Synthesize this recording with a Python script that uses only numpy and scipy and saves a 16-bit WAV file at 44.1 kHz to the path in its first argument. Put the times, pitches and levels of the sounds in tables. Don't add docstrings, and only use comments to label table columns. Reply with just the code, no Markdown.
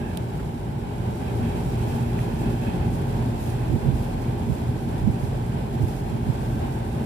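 import sys
import numpy as np
from scipy.fft import rfft, irfft, next_fast_len
from scipy.io import wavfile
from scipy.ndimage import map_coordinates

SR = 44100
rng = np.random.default_rng(int(sys.argv[2]) if len(sys.argv) > 2 else 0)


def transcribe(signal):
    frames = np.atleast_2d(signal).T
    limited = np.clip(frames, -1, 1)
    pcm = np.round(limited * 32767).astype(np.int16)
    wavfile.write(sys.argv[1], SR, pcm)


N = 310949

COMPRESSOR_HZ, FAN_HZ, MAINS_HUM_HZ, NEIGHBOUR_HZ = 58.16, 14.99, 119.95, 58.605
LEFT_LAG_S = -24 / SR

# (time [s], level [dB])
NEARNESS = [(0, -2), (0.75, -4), (1.4, 1.6), (2.6, 1.2), (3.7, 0.5), (4.4, -0.4), (6.1, -0.7), (6.7, 0.2),
            (7.05, -0.1)]
# (order, left base level [dB], right base level [dB])
COMPRESSOR_TONES = [(1, -42, -40), (2, -46, -47), (3, -38, -38), (4, -37.5, -38), (5, -66, -51),
                    (6, -44.5, -40), (7, -42.5, -41.5), (8, -57, -54), (9, -53, -59), (10, -60, -58),
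                    (13, -44, -52), (14, -47, -61), (15, -49.5, -61), (16, -54, -62), (17, -60, -76),
                    (18, -58, -64), (19, -65, -62), (26, -65, -70), (27, -59, -65), (28, -66, -71),
                    (30, -68, -68), (34, -71, -71), (97, -81, -79), (112, -79, -76)]
# (order, left base level [dB], right base level [dB])
FAN_TONES = [(3, -42, -36.5), (4, -52, -57), (5, -52, -52), (6, -45, -39), (7, -49, -46), (9, -40, -37),
             (12, -52, -48), (15, -49, -50), (16, -49, -50), (18, -53, -51), (19, -57, -55)]
# (time [s], gain [dB])
BLADE_GAIN = [(0, -7), (0.8, -9.5), (1.6, -2), (2.6, 4.5), (4, 2.5), (5.5, 1.5), (6.4, 3.5), (7.05, -3.5)]
# (frequency [Hz], relative level [dB])
ROAR_SPECTRUM = [(25, -27), (36, -20), (44, -0.5), (55, -4.5), (135, 0.2), (190, -7.5), (222, -3),
                 (270, -9.5), (320, -10.5), (400, -14.5), (460, -28.5), (600, -21.5), (1000, -55),
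                 (2000, -100)]
# (time [s], length [s], lift [dB])
ROAR_SURGES = [(1.39, 0.13, 1), (2.517, 0.099, 3.5), (2.852, 0.14, 2), (3.24, 0.15, 1)]
# (order, left base level [dB], right base level [dB])
NEIGHBOUR_TONES = [(3, -45, -45), (4, -49, -49), (6, -53, -53), (7, -57, -57), (9, -58, -58)]
# (frequency [Hz], relative level [dB])
RUSH_SPECTRUM = [(260, -11.5), (450, 1), (498, -3.5), (694, -3.5), (775, -0.5), (840, 0.5), (1230, -16),
                 (1520, -14), (1880, -17.5), (2350, -16.5), (2930, -19), (3240, -20.5), (4340, -28),
                 (5000, -31.5), (6500, -74), (11000, -120)]
# (frequency [Hz], gain [dB])
LEFT_SHADE = [(700, 1), (1200, 1), (1500, 1), (1800, -3.5), (2500, -3.5), (3200, -3.5), (3800, -3),
              (5000, 1)]
# (frequency [Hz], relative level [dB])
HISS_SPECTRUM = [(2650, 0), (4500, 0.5), (7040, -1.5), (7690, 1.5), (8390, 0), (9250, 0), (10500, -2),
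                 (11500, -0.5), (14000, -5.5), (15400, -10)]
# (time [s], delay [ms])
PANEL_DELAY = [(0, 1.28), (1.0, 1.3), (1.9, 1.265), (2.2, 1.22), (2.8, 1.196), (3.4, 1.144), (4.0, 1.2),
               (5.2, 1.208), (6.3, 1.19), (6.7, 1.112), (7.05, 1.12)]
# (frequency [Hz], gain [dB])
PANEL_REFLECTION = [(900, -40), (1800, -13), (3000, -8), (5000, -10), (7500, -14), (11000, -26)]
# (time [s], right peak [dB])
NUT_CLICKS = [(0.1731, -15), (1.038, -38), (3.7555, -34)]
# (frequency [Hz], relative level [dB])
NUT_SPECTRUM = [(900, -12), (1800, -2), (2400, -6), (2950, 3), (3700, 3.5), (4500, -1), (5400, -4),
                (7500, -6.5), (8860, -1.5), (11500, 0.5), (13000, -4), (15000, -6)]
# (time [s], peak before panning [dB], centre [Hz], width [octaves], t60 [s], pan left [dB])
FITTING_TICKS = [(0.397, -34, 1500, 0.2, 0.04, 4), (2.1912, -26, 1950, 0.45, 0.0015, -4)]
# (time [s], length [s], level [dB])
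NUT_TURNS = [(0.07, 0.12, -56), (1.22, 0.04, -49), (1.3, 0.05, -47.5), (1.465, 0.085, -44),
             (2.0, 0.6, -51.5), (2.48, 0.17, -47.5), (2.67, 0.14, -46), (2.84, 0.05, -49),
             (3.55, 0.35, -53)]
# (frequency [Hz], width [Hz], relative level [dB])
BRASS_MODES = [(1700, 190, 5.5), (2570, 210, 6), (3250, 140, 1.5)]
# (frequency [Hz], width [Hz], relative level [dB])
SQUEAK_MODES = [(1635, 65, 5), (2620, 80, -7)]
# (time [s], length [s], level [dB])
HAND_STROKES = [(0.36, 0.06, -59), (1.91, 0.15, -50.5), (2.208, 0.05, -53), (2.42, 0.14, -56),
                (2.95, 0.041, -53), (3.166, 0.24, -57), (3.46, 0.13, -48), (4.022, 0.13, -52.5),
                (4.22, 0.02, -53), (4.55, 0.088, -51.5), (4.828, 0.06, -57), (5.24, 0.1, -54),
                (5.92, 0.16, -51.5), (6.48, 0.16, -55)]
# (frequency [Hz], relative level [dB])
RUSTLE_SPECTRUM = [(1000, -30), (2500, -1), (5000, 1.5), (7500, -0.5), (10000, 1.5), (12500, 1),
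                   (15300, -5)]
# (time [s], length [s], level [dB])
PORT_EDDIES = [(3.738, 0.068, -17), (3.897, 0.095, -19.5), (4.503, 0.055, -22), (5.075, 0.075, -21),
               (5.245, 0.03, -22), (5.82, 0.04, -20), (6.15, 0.05, -25), (6.29, 0.04, -24)]
# (frequency [Hz], relative level [dB])
EDDY_SPECTRUM = [(20, -38), (45, -2), (80, 3.5), (130, 3), (230, -6), (330, -9), (500, -25),
                 (1200, -53), (4000, -80)]
# (time [s], envelope peak [dB], frequency [Hz], half-length [cycles])
PORT_THUMPS = [(3.75, -11.5, 100, 1.4), (3.865, -11, 110, 1), (3.8865, -13, 130, 1.2),
               (4.5017, -10.5, 150, 1.1), (4.525, -13.5, 70, 0.8), (5.043, -13, 115, 1.1),
               (5.06, -13, 110, 1), (5.0772, -8, 205, 1), (5.0865, -10, 200, 1.2), (5.103, -11.5, 100, 1),
               (5.843, -10.5, 100, 0.8), (6.301, -10, 135, 1.1)]
# (time [s], length [s], level [dB])
PIPE_SWELLS = [(3.2, 0.5, -58), (5.5, 0.29, -56), (6.65, 0.55, -53.5)]


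def compressor(near_db):
    return amp(0.81 * near_db) * shaft_tones(COMPRESSOR_HZ, COMPRESSOR_TONES, drift=.0003)


def fan(near_db):
    tones = shaft_tones(FAN_HZ, FAN_TONES, drift=.0007, waver_db=1.8, waver_rate=6)
    throb = 1 + .18 * np.sin(2 * np.pi * FAN_HZ * np.arange(N) / SR)
    surge_db = sum(db * swell(s, length) for s, length, db in ROAR_SURGES)
    roar_db = -28.5 + 0.49 * near_db + surge_db + 0.96 * wobble(13)
    roar = amp(roar_db) * throb * air(ROAR_SPECTRUM, shared=0.89, lag=0, right_db=0.5)
    return amp(curve(BLADE_GAIN)) * tones + roar


def beating_hums(near_db):
    t = np.arange(N) / SR - 2.5
    phase = rng.uniform(0, 2 * np.pi)
    mains_db = -32.8 + 1.4 * near_db + 1.2 * wobble(4.6)
    mains = amp(mains_db) * np.sin(phase + 2 * np.pi * MAINS_HUM_HZ * t)
    drone = amp(-32.8) * np.sin(phase + 2 * np.pi * 2 * NEIGHBOUR_HZ * t)
    overtones = shaft_tones(NEIGHBOUR_HZ, NEIGHBOUR_TONES, drift=.001)
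    return mains + amp(2.2 * near_db) * (drone + overtones)


def grille(near_db):
    rush_db = -37 + 0.68 * near_db + 0.98 * wobble(14)
    rush = amp(rush_db) * air(RUSH_SPECTRUM, shared=0.23, lag=LEFT_LAG_S, right_db=1.5)
    rush[0] = filtered(rush[0], colour(LEFT_SHADE))
    pulsing = 1 + 0.05 * np.sin(2 * np.pi * 2 * COMPRESSOR_HZ * np.arange(N) / SR)
    flutter_db = 0.75 * wobble(30) + 0.98 * wobble(250)
    hiss_db = -51.5 + 0.89 * near_db + flutter_db
    hiss = amp(hiss_db) * pulsing * air(HISS_SPECTRUM, shared=.3, lag=LEFT_LAG_S, right_db=2.5)
    return rush + hiss


def with_panel_echo(x):
    bounced = filtered(x[0], colour(PANEL_REFLECTION))
    echo = map_coordinates(bounced, [np.arange(N) - curve(PANEL_DELAY) * SR / 1000])
    return np.array([x[0] + echo, x[1]])


def fitting():
    out = np.zeros((2, N))
    for s, db in NUT_CLICKS:
        out += amp(db) * jolt(s, t60=0.015, crack_db=11, response=colour(NUT_SPECTRUM)) * left_gain(-9)
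    for s, db, centre, width, t60, pan_db in FITTING_TICKS:
        band = lambda hz: np.exp(-(np.log2((hz + 1) / centre) / width) ** 2 / 2)
        out += amp(db) * jolt(s, t60, crack_db=20, response=band) * amp([[pan_db], [-pan_db]])
    return out


def jolt(s, t60, crack_db, response):
    t = np.arange(SR // 20) / SR
    chatter = rng.standard_normal((2, len(t))) * amp(-60 * t / t60)
    chatter[:, 0] = amp(crack_db)
    placed = np.zeros((2, N))
    placed[:, round(s * SR):][:, :len(t)] = chatter
    sound = filtered(placed, response)
    return sound / np.abs(sound).max()


def threads():
    slips = rng.standard_normal((2, N)) * amp(2.5 * wobble(300))
    rasp = swells(NUT_TURNS) * ringing(slips, BRASS_MODES)
    squeak = amp(-43.5) * swell(s=0.072, length=0.115) * ringing(slips, SQUEAK_MODES)
    return rasp * left_gain(-5) + squeak * left_gain(-12)


def rustle():
    catches = amp(1.5 * wobble(45) + 2.5 * wobble(500))
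    friction = air(RUSTLE_SPECTRUM, shared=0.11, lag=LEFT_LAG_S, right_db=3)
    return swells(HAND_STROKES) * unit(catches * friction)


def eddies():
    swirl = unit(filtered(rng.standard_normal(N), colour(EDDY_SPECTRUM)))
    flutter = swells(PORT_EDDIES) * unit(np.tanh(swirl / 2))
    thumps = np.zeros(N)
    for s, db, hz, cycles in PORT_THUMPS:
        t = np.arange(N) / SR - s
        thumps += amp(db) * np.sin(2 * np.pi * hz * t) * np.exp(-(t * hz / cycles) ** 2)
    return flutter * left_gain(-20) + thumps * left_gain(-16)


def pipe_ring():
    vibration = rng.standard_normal((2, N))
    ring = unit(filtered(vibration, lambda hz: resonance(hz, centre=1580, width=130)))
    return swells(PIPE_SWELLS) * ring * left_gain(-2)


def shaft_tones(shaft_hz, orders, drift, waver_db=1.3, waver_rate=4):
    angle = 2 * np.pi * np.cumsum(shaft_hz * (1 + drift * wobble(1.955))) / SR
    out = np.zeros((2, N))
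    for order, left_db, right_db in orders:
        hz = order * shaft_hz
        phase = order * angle + rng.uniform(0, 2 * np.pi)
        left_shift = 2 * np.pi * hz * LEFT_LAG_S * (hz > 500)
        waver = amp(waver_db * wobble(waver_rate))
        out += waver * np.array([amp(left_db) * np.sin(phase - left_shift), amp(right_db) * np.sin(phase)])
    return out


def air(spectrum, shared, lag, right_db):
    gain = colour(spectrum)
    delays = np.array([[lag], [0]])
    direct = filtered(rng.standard_normal(N), lambda hz: gain(hz) * np.exp(-2j * np.pi * hz * delays))
    diffuse = filtered(rng.standard_normal((2, N)), gain)
    return unit((np.sqrt(shared) * direct + np.sqrt(1 - shared) * diffuse) * amp([[0], [right_db]]))


def ringing(x, modes):
    return unit(filtered(x, lambda hz: sum(amp(db) * resonance(hz, c, w) for c, w, db in modes)))


def resonance(hz, centre, width):
    return 1 / (1 + ((hz - centre) / width) ** 2 * 2)


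def filtered(x, response):
    size = next_fast_len(N + SR // 4)
    return irfft(rfft(x, size) * response(np.fft.rfftfreq(size, 1 / SR)), size)[..., :N]


def colour(points):
    freqs, db = np.transpose(points)
    return lambda hz: amp(np.interp(np.log(hz + 1), np.log(freqs + 1), db))


def curve(points):
    return np.interp(np.arange(N) / SR, *np.transpose(points))


def swell(s, length):
    return np.exp(-np.abs(2 * (np.arange(N) / SR - s) / length) ** 3 / 2)


def swells(rows):
    return sum(amp(db) * swell(s, length) for s, length, db in rows)


def wobble(rate):
    coarse = np.arange(0, N + 64, 64)
    knots = rng.standard_normal(1024)
    return np.interp(np.arange(N), coarse, map_coordinates(knots, [coarse * rate / SR], mode="wrap"))


def left_gain(db):
    return amp([[db], [0]])


def amp(db):
    return 10 ** (np.asarray(db) / 20)


def unit(x):
    return x / np.sqrt(np.mean(x ** 2) + 1e-20)


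def scene():
    near_db = curve(NEARNESS)
    machinery = compressor(near_db) + fan(near_db) + beating_hums(near_db)
    airflow = with_panel_echo(grille(near_db))
    return machinery + airflow + pipe_ring() + eddies() + rustle() + threads() + fitting()


def record(dry):
    low_cut_hz, low_cut_share, top_hz = 38, .78, 15500
    return filtered(dry, lambda hz: (hz < top_hz) * (1 - low_cut_share / (1 + (hz / low_cut_hz) ** 20)))


dry = scene()
out = record(dry)
transcribe(out)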